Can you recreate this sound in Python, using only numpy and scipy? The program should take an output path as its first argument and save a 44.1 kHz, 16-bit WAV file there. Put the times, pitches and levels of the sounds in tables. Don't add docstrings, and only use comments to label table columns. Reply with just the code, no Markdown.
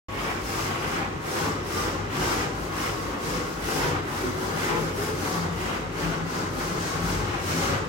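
import sys
import numpy as np
from scipy import signal
from scipy.fft import rfft, irfft
from scipy.io import wavfile
from scipy.ndimage import uniform_filter1d

SR = 44100
rng = np.random.default_rng(int(sys.argv[2]) if len(sys.argv) > 2 else 0)


def output_pcm(signal):
    pcm = np.clip(np.atleast_2d(signal).T, -1, 1) * 32767
    wavfile.write(sys.argv[1], SR, np.round(pcm).astype(np.int16))


N = 347508
TIME = np.arange(N) / SR
FREQS = np.maximum(np.arange(N // 2 + 1) * SR / N, 1)
SCREW_RAMPS_S = (.102, .104)

# (start [s], rail duration [s], screw lag [s],
# screw duration [s], rush [dB], sizzle [dB], whirr [dB], rasp [dB], shake [dB])
AXIS_MOVES = [(0.08, 0.316, -0.011, 0.336, -41.5, -47.5, -33, -37, -36.5),
              (0.379, 0.36, 0.01, 0.399, -36.5, -41.9, -33.0, -40, -37.0),
              (0.661, 0.269, -0.014, 0.296, -43, -49.5, -37, -38.1, -37.0),
              (0.788, 0.239, 0.017, 0.275, -38.6, -46.0, -31, -36, -35.5),
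              (1.201, 0.32, 0.02, 0.318, -35.0, -41.1, -29.1, -38.5, -31.0),
              (1.618, 0.311, -0.002, 0.349, -34.2, -41, -31, -39, -33),
              (2.081, 0.379, -0.026, 0.42, -34, -41.5, -30.5, -36.5, -32.5),
              (2.18, 0.2, 0.005, 0.19, -42.0, -54.0, -33.5, -41.0, -38.0),
              (2.497, 0.261, 0.02, 0.305, -44, -49, -37.5, -54, -37),
              (2.691, 0.246, 0.006, 0.235, -35, -41.0, -31, -36.5, -36.0),
              (2.845, 0.354, 0.007, 0.367, -45, -50, -37.5, -47, -36.0),
              (3.157, 0.265, 0.003, 0.293, -34.5, -42.5, -32, -40, -33.5),
              (3.38, 0.215, 0.0, 0.151, -43, -47, -35.5, -46, -38.5),
              (3.569, 0.341, 0.0, 0.427, -33.5, -39, -29.5, -36.5, -32),
              (4.02, 0.324, -0.004, 0.297, -39.5, -44.5, -31.5, -41.6, -36.5),
              (4.303, 0.247, -0.02, 0.311, -37.5, -43.8, -33.5, -48.7, -34.5),
              (4.495, 0.248, 0.004, 0.303, -34.5, -40.5, -29.5, -35.5, -33.5),
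              (4.706, 0.194, -0.003, 0.211, -36.0, -42.5, -33.0, -43, -31),
              (4.903, 0.232, -0.02, 0.284, -37, -40, -33, -41.5, -35),
              (5.108, 0.347, -0.011, 0.408, -36.8, -42.5, -33, -46.6, -35.5),
              (5.481, 0.318, 0.048, 0.272, -40.0, -46.9, -31.5, -37, -34),
              (5.901, 0.255, -0.007, 0.278, -38.0, -46.3, -29.5, -38.0, -32),
              (6.232, 0.234, 0.017, 0.223, -36.0, -45, -31, -44.5, -32.5),
              (6.474, 0.306, 0.008, 0.283, -38.5, -44.6, -32.5, -43, -34.5),
              (6.682, 0.32, -0.01, 0.364, -35, -44, -33, -44, -36.5),
              (6.947, 0.267, -0.006, 0.336, -34.5, -41.5, -31.5, -40, -34),
              (7.168, 0.226, -0.0, 0.254, -40.5, -53, -33.5, -38, -37),
              (7.362, 0.397, 0.021, 0.42, -34.2, -42.0, -30.6, -38, -33),
              (7.55, 0.21, 0.02, 0.21, -41.0, -53.0, -32.5, -39, -39.0)]
def drive_power(part, rise_s, fall_s, ease_s=.025):
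    start, rail_s, lag_s, screw_s, rush, sizzle, whirr, rasp, shake = np.transpose(AXIS_MOVES)
    sliding, turning = (start, rail_s), (start + lag_s, screw_s)
    timing, db = {"rush": (sliding, rush), "sizzle": (sliding, sizzle), "whirr": (turning, whirr),
                  "rasp": (turning, rasp), "shake": (turning, shake)}[part]
    return uniform_filter1d(ramped_power(zip(*timing, db), rise_s, fall_s), int(ease_s * SR))


# (frequency [Hz], relative level [dB])
RUSH_SPECTRUM = [(1200, -12), (2500, -5), (3300, -3), (4000, -2), (4700, -1.2), (5300, 1.1), (6900, -1.3),
                 (7400, -5.5), (8300, -5), (9200, -13), (12000, -38)]
SIZZLE_SPECTRUM = [(7000, -19), (8300, 2), (9000, 1), (11300, 3), (13300, -5.5), (15700, -3)]
# (time [s], left minus right [dB])
RUSH_PAN = [(0, 1), (.58, 1), (1.05, -0.5), (4.9, -0.5), (5.25, 1), (5.8, 0), (6.3, 1.5), (6.8, -0.5),
            (7.88, -0.5)]
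def rails(knocks_per_s=20000, flutter_db=.56):
    rush_db = decay_db(drive_power("rush", rise_s=.132, fall_s=.15), t60=.67, rest_db=-52.5)
    sizzle_db = decay_db(drive_power("sizzle", rise_s=.11, fall_s=.14), t60=.36, rest_db=-63)
    balls = rolling(knocks_per_s, speed_of(rush_db), t60=.05, ring_db=1.5, glide=.03)
    rush = from_db(rush_db) * radiate(balls, response(RUSH_SPECTRUM))
    sizzle = from_db(sizzle_db) * shaped_noise(response(SIZZLE_SPECTRUM))
    rush_pan_db, = in_time(RUSH_PAN)
    return from_db(flutter_db * drift(8.7)) * (pan(rush, rush_pan_db) + sizzle)


# (frequency [Hz], relative level [dB])
WHIRR_SPECTRUM = [(350, -7), (630, -2.2), (810, 3.5), (920, 1.5), (1200, 2), (1450, 1.4), (1650, -0.6),
                  (2000, -5), (2600, -20), (4000, -16), (8000, -56)]
RASP_SPECTRUM = [(1400, -17), (1900, 1), (2200, 0), (2700, -1.5), (3200, -4.5), (3700, -13), (5000, -30)]
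# (time [s], left minus right [dB])
WHIRR_PAN = [(0, 0.32), (4.3, 0.42), (5.5, 1), (7.1, 1.6), (7.88, 0.84)]
def screws(knocks_per_s=3500, flutter_db=.9):
    whirr_db = decay_db(drive_power("whirr", *SCREW_RAMPS_S), t60=.8, rest_db=-40.5)
    rasp_db = decay_db(drive_power("rasp", *SCREW_RAMPS_S), t60=.47, rest_db=-46)
    speed = speed_of(whirr_db)
    long_ring = rolling(knocks_per_s, speed, t60=.2, ring_db=10, glide=.05)
    short_ring = rolling(knocks_per_s, speed, t60=.12, ring_db=4, glide=.04)
    whirr = from_db(whirr_db) * radiate(long_ring, response(WHIRR_SPECTRUM))
    rasp = from_db(rasp_db) * radiate(short_ring, response(RASP_SPECTRUM))
    whirr_pan_db, = in_time(WHIRR_PAN)
    return from_db(flutter_db * drift(20)) * (pan(whirr, whirr_pan_db) + rasp)


# (frequency [Hz], relative level [dB])
FRAME_SPECTRUM = [(150, -31), (205, -6), (252, -2), (300, -2.5), (360, -0.5), (440, -3), (530, -5.5),
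                  (620, -14), (1000, -55)]
def frame(knocks_per_s=2000, gain_db=.05):
    level_db = decay_db(drive_power("shake", *SCREW_RAMPS_S), t60=1.1, rest_db=-40.5)
    shake = rolling(knocks_per_s, speed_of(level_db), t60=.35, ring_db=0, glide=.15)
    rumble = steadied(radiate(shake, response(FRAME_SPECTRUM)), window_s=.122)
    return from_db(level_db + gain_db) * rumble


# (start [s], end [s], frequency [Hz], level [dB])
SERVO_TONES = [(.2, .3, 359, -37), (.5, .7, 1200, -42), (.93, 1.08, 800, -42), (1.37, 1.52, 960, -41),
               (1.4, 1.56, 1155, -41), (1.69, 1.87, 1195, -38), (2.16, 2.28, 369, -35.5),
               (2.15, 2.42, 838, -45), (2.24, 2.39, 1115, -40), (2.36, 2.52, 484, -40),
               (2.8, 2.92, 1330, -41.5), (3.26, 3.485, 497, -39), (3.71, 3.81, 440, -34.5),
               (3.7, 3.82, 768, -39.5), (3.8, 3.94, 372, -37), (3.8, 3.96, 484, -38.5),
               (3.8, 3.92, 955, -35.5), (4.08, 4.18, 1010, -43), (4.15, 4.26, 817, -42),
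               (4.2, 4.32, 371.4, -30.5), (4.23, 4.33, 259, -33.5), (4.34, 4.49, 373.4, -34),
               (4.64, 4.79, 360, -33), (4.69, 4.84, 424, -33), (4.69, 4.82, 471, -34),
               (4.675, 4.82, 1016, -37), (4.7, 4.82, 855, -41), (4.97, 5.07, 412, -34.5),
               (5.04, 5.17, 428, -33), (5.2, 5.28, 295, -37), (5.23, 5.32, 451, -37.5),
               (5.27, 5.44, 1138, -41), (6.51, 6.62, 258, -37.5), (6.71, 6.81, 425, -37),
               (6.88, 7.05, 1108, -40), (7.52, 7.61, 261, -33), (7.55, 7.81, 557, -38.5)]
def servos():
    return pan(notes(SERVO_TONES, sag=.03, wander_hz=6, roughness=.5, shiver_hz=36), left_db=1)


# (frequency [Hz], bandwidth [Hz], relative level [dB])
PANEL_RESONANCES = [(156, 7.9, -1.5), (167.4, 10.5, 7), (167, 15, -12)]
# (start [s], end [s], frequency [Hz], level [dB])
PANEL_BOOMS = [(.9, 1.1, 172.5, -41), (1.37, 1.62, 166, -40.5), (3.22, 3.45, 165.2, -40.5),
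               (3.71, 3.99, 150.3, -35.5), (4.49, 4.61, 167, -38), (4.62, 4.9, 159.9, -38),
               (5.33, 5.48, 166.6, -32.5), (5.47, 5.58, 166.7, -35), (5.73, 5.97, 163.7, -42.5),
               (6.02, 6.15, 162.5, -32.5), (6.15, 6.31, 166.5, -31), (6.35, 6.47, 177, -40),
               (6.62, 6.9, 171, -38), (6.975, 7.075, 169.4, -30), (7.08, 7.18, 174, -32.5),
               (7.52, 7.63, 167.3, -30.5), (7.67, 7.78, 151, -33.5), (7.79, 7.88, 160, -38)]
def cabinet_panel(far_db=-46, near_db=-41, cutoff_hz=90):
    modes = sum(from_db(db) / (1 + 1j * (FREQS ** 2 - hz ** 2) / (FREQS * width))
                for hz, width, db in PANEL_RESONANCES)
    short_circuit = 1 / (1 + (cutoff_hz / FREQS) ** 4)
    murmur = steadied(shaped_noise(modes * short_circuit), window_s=.076)
    approach = from_db(np.linspace(far_db, near_db, N))
    booms = notes(PANEL_BOOMS, sag=.02, wander_hz=2.8, roughness=.12, shiver_hz=10)
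    return approach * murmur + pan(booms, left_db=3.5)


# (start [s], duration [s], relative level [dB])
BASE_SHUDDERS = [(.56, 0.18, -35), (.95, 0.099, -45), (1.4, 0.072, -32), (1.68, 0.44, -36),
                 (2.12, 0.12, -31), (2.32, 0.24, -38.5), (2.89, 0.11, -37), (3.83, 0.11, -30),
                 (4.22, 0.16, -37), (4.74, 0.47, -38), (5.38, 0.18, -35), (6.37, 0.087, -36),
                 (6.62, 0.34, -38), (6.92, 0.19, -34.5), (7.08, 0.25, -32), (7.45, 0.07, -27.5),
                 (7.68, 0.081, -27)]
# (frequency [Hz], relative level [dB])
BASE_SPECTRUM = [(58, -30), (74, -14), (86, 13), (97, 12.5), (118, 4), (132, 3.5), (160, 8.5), (220, -66)]
def base(gain_db=-1.5):
    power = ramped_power(BASE_SHUDDERS, rise_s=.0081, fall_s=.036)
    level_db = decay_db(power, t60=.77, rest_db=-42)
    return from_db(level_db + gain_db) * steadied(shaped_noise(response(BASE_SPECTRUM)), window_s=.06)


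# (frequency [Hz], level [dB], wander [Hz])
PUMP_TONES = [(96.4, -50.5, 3.29), (365.7, -52, 2.9)]
def pump(flutter_db=2.6):
    return sum(from_db(db + flutter_db * drift(4.4)) * tone(hz, wander_hz, rate_hz=6.4)
               for hz, db, wander_hz in PUMP_TONES)


# (time [s], relative drone level [dB], scene left minus right [dB])
APPROACH = [(0, -43, 0.5), (.85, -41, 0.5), (1.2, -48, 0.5), (1.8, -42.5, 0.5), (2.8, -43.5, 0.5),
            (3.7, -43, 0.5), (4.1, -46, 0.5), (5.5, -45, 0.5), (6.1, -40, 0.5), (6.45, -49, 0.2),
            (7.1, -37, 0.6), (7.88, -43, 0.5)]
# (frequency [Hz], relative level [dB])
DRONE_SPECTRUM = [(20, -54), (34, -39), (43, -8), (50, 10), (62, 3), (70, -20), (85, -13), (200, -77)]
def drone(mains_db=-5, noise_db=-2):
    level_db, _ = in_time(APPROACH)
    mains = from_db(level_db + mains_db) * tone(49.5, wander_hz=1.2, rate_hz=6.8)
    noise = steadied(shaped_noise(response(DRONE_SPECTRUM)), window_s=.34)
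    return pan(mains, left_db=.6) + from_db(level_db + noise_db) * noise


# (time [s], level [dB])
FAN_LEVEL = [(0, -45), (.82, -42.5), (1.05, -54), (1.65, -47), (1.9, -60), (2.6, -62), (2.76, -45),
             (3.35, -44), (3.65, -53), (4.1, -60), (7.88, -57)]
def fan(whine_hz=1104, flutter_db=1.8):
    level_db, = in_time(FAN_LEVEL)
    flutter = flutter_db * np.array([drift(8), drift(8)])
    return from_db(level_db + flutter) * tone(whine_hz, wander_hz=2.2, rate_hz=22)


# (frequency [Hz], relative level [dB])
AIR_SPECTRUM = [(35, -22), (80, 1), (130, 3.5), (400, -5.5), (700, -8), (1300, -9), (3000, -25.5),
                (8000, -64), (16000, -55)]
def room_air(level_db=-39.5):
    return from_db(level_db) * shaped_noise(response(AIR_SPECTRUM))


def rolling(knocks_per_s, speed, t60, ring_db, glide):
    chance = knocks_per_s * speed / SR
    knocks = np.sqrt(rng.poisson(chance, (2, N)) / chance) * rng.standard_normal((2, N))
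    travel = np.exp(.06 * drift(.9))
    pitch = speed ** glide * travel
    position = np.cumsum(pitch / np.mean(pitch))
    ringing = np.array([np.interp(position, np.arange(N), side) for side in ring_on(knocks, t60)])
    return knocks + from_db(ring_db) * ringing


def notes(rows, sag, wander_hz, roughness, shiver_hz):
    out, wander = np.zeros((2, N)), wander_hz * drift(27)
    shiver = np.array([1 + roughness * (drift(shiver_hz) + 1j * drift(shiver_hz)) for side in "LR"])
    shiver /= np.sqrt(1 + 2 * roughness ** 2)
    for start, end, hz, db in rows:
        on = (TIME > start) & (TIME < end)
        swell = np.sqrt(np.abs(np.sin(np.pi * (TIME[on] - start) / (end - start))))
        pitch = hz * (1 - sag * (1 - swell) ** 2) + wander[on]
        carrier = np.sqrt(2) * np.exp(2j * np.pi * np.cumsum(pitch) / SR)
        out[:, on] += from_db(db) * swell * np.real(shiver[:, on] * carrier)
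    return out


def ramped_power(rows, rise_s, fall_s, exponent=.72):
    power = np.zeros(N)
    for start, length, db in rows:
        on = slice(max(int(start * SR), 0), int((start + length) * SR))
        ramp = np.minimum((TIME[on] - start) / rise_s, (start + length - TIME[on]) / fall_s)
        power[on] += (from_db(db) * np.clip(ramp, 0, 1) ** exponent) ** 2
    return power


def decay_db(power, t60, rest_db):
    retained = from_db(-60 / (t60 * SR)) ** 2
    stored = signal.lfilter([1 - retained], [1, -retained], power + 1e-18)
    return 10 * np.log10(stored + from_db(rest_db) ** 2)


def speed_of(level_db):
    return from_db(level_db - np.mean(level_db))


def ring_on(pair, t60):
    t = TIME[:int(t60 * SR)]
    tail = rng.standard_normal((2, len(t))) * from_db(-60 * t / t60)
    return signal.fftconvolve(pair, tail / np.sqrt(np.sum(tail ** 2) / 2), axes=1)[:, :N]


# (frequency [Hz], coherence [0-1], right lead [rad], left minus right [dB])
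PORT_COHERENCE = [(50, 1, 0, 1), (100, 0.99, 0, 1), (167, 0.95, 0.37, 2), (315, 0.76, 0, .8),
                  (456, 0.39, 0, 0), (650, 0.18, 1.06, 1.3), (940, 0, 1.3, 1), (1360, 0.29, 3, 0),
                  (1770, 0.3, 2.5, -1.5), (2150, 0.8, 1.17, -4.5), (2420, 0, 2.5, -2), (2930, 0, 4, 0.5),
                  (4170, 0.22, 7, 0), (5000, 0, 9, 5.5), (6800, 0, 11.5, 4), (8540, 0.32, 14, -0.5),
                  (9040, 0.8, 14, 0), (9980, 1, 15.5, -1), (12870, 0.75, 20.5, 0), (13500, 1, 21.5, -0.5),
                  (16500, .95, 26.5, 0)]
def radiate(pair, gain):
    coherence, lead, balance_db = in_frequency(PORT_COHERENCE)
    coherence = np.clip(coherence, 0, 1)
    left, unrelated = rfft(pair) * gain
    right = coherence * np.exp(1j * lead) * left + np.sqrt(1 - coherence ** 2) * unrelated
    return rms_one(irfft(pan(np.array([left, right]), balance_db), N))


def shaped_noise(gain):
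    return radiate(rng.standard_normal((2, N)), gain)


def steadied(pair, window_s):
    power = uniform_filter1d(np.mean(pair ** 2, axis=0), int(window_s * SR))
    return rms_one(pair / np.sqrt(power + 1e-6))


def tone(hz, wander_hz, rate_hz):
    return np.sqrt(2) * np.sin(2 * np.pi * np.cumsum(hz + wander_hz * drift(rate_hz)) / SR)


def drift(rate_hz):
    return rms_one(irfft(rfft(rng.standard_normal(N)) / (1 + (FREQS / rate_hz) ** 2), N))


def pan(sound, left_db):
    return sound * from_db(np.vstack([left_db / 2, -left_db / 2]))


def in_time(rows):
    s, *columns = np.transpose(rows)
    return [np.interp(TIME, s, column) for column in columns]


def in_frequency(rows):
    hz, *columns = np.transpose(rows)
    return [np.interp(np.log(FREQS), np.log(hz), column) for column in columns]


def response(spectrum):
    return from_db(in_frequency(spectrum)[0])


def from_db(db):
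    return 10 ** (np.asarray(db) / 20)


def rms_one(x):
    return x / np.sqrt(np.mean(x ** 2) + 1e-20)


def scene(room_t60=.4, room_db=-15, wall_hz=6000):
    drives = rails() + screws() + servos()
    echo = irfft(rfft(ring_on(drives, room_t60)) / (1 + (FREQS / wall_hz) ** 4), N)
    structure = frame() + cabinet_panel() + base()
    background = pan(pump(), left_db=.6) + drone() + fan() + room_air()
    _, walk_pan_db = in_time(APPROACH)
    return pan(drives + from_db(room_db) * echo + structure + background, walk_pan_db)


def record(dry, start_s=.084, low_cut_hz=36, high_cut_hz=15900):
    opened = np.clip((TIME - start_s) / .002, 0, 1)
    high_pass = signal.butter(6, low_cut_hz, "high", fs=SR, output="sos")
    low_pass = signal.ellip(10, .05, 60, high_cut_hz, fs=SR, output="sos")
    return signal.sosfiltfilt(low_pass, signal.sosfilt(high_pass, dry) * opened)


dry = scene()
out = record(dry)
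output_pcm(out)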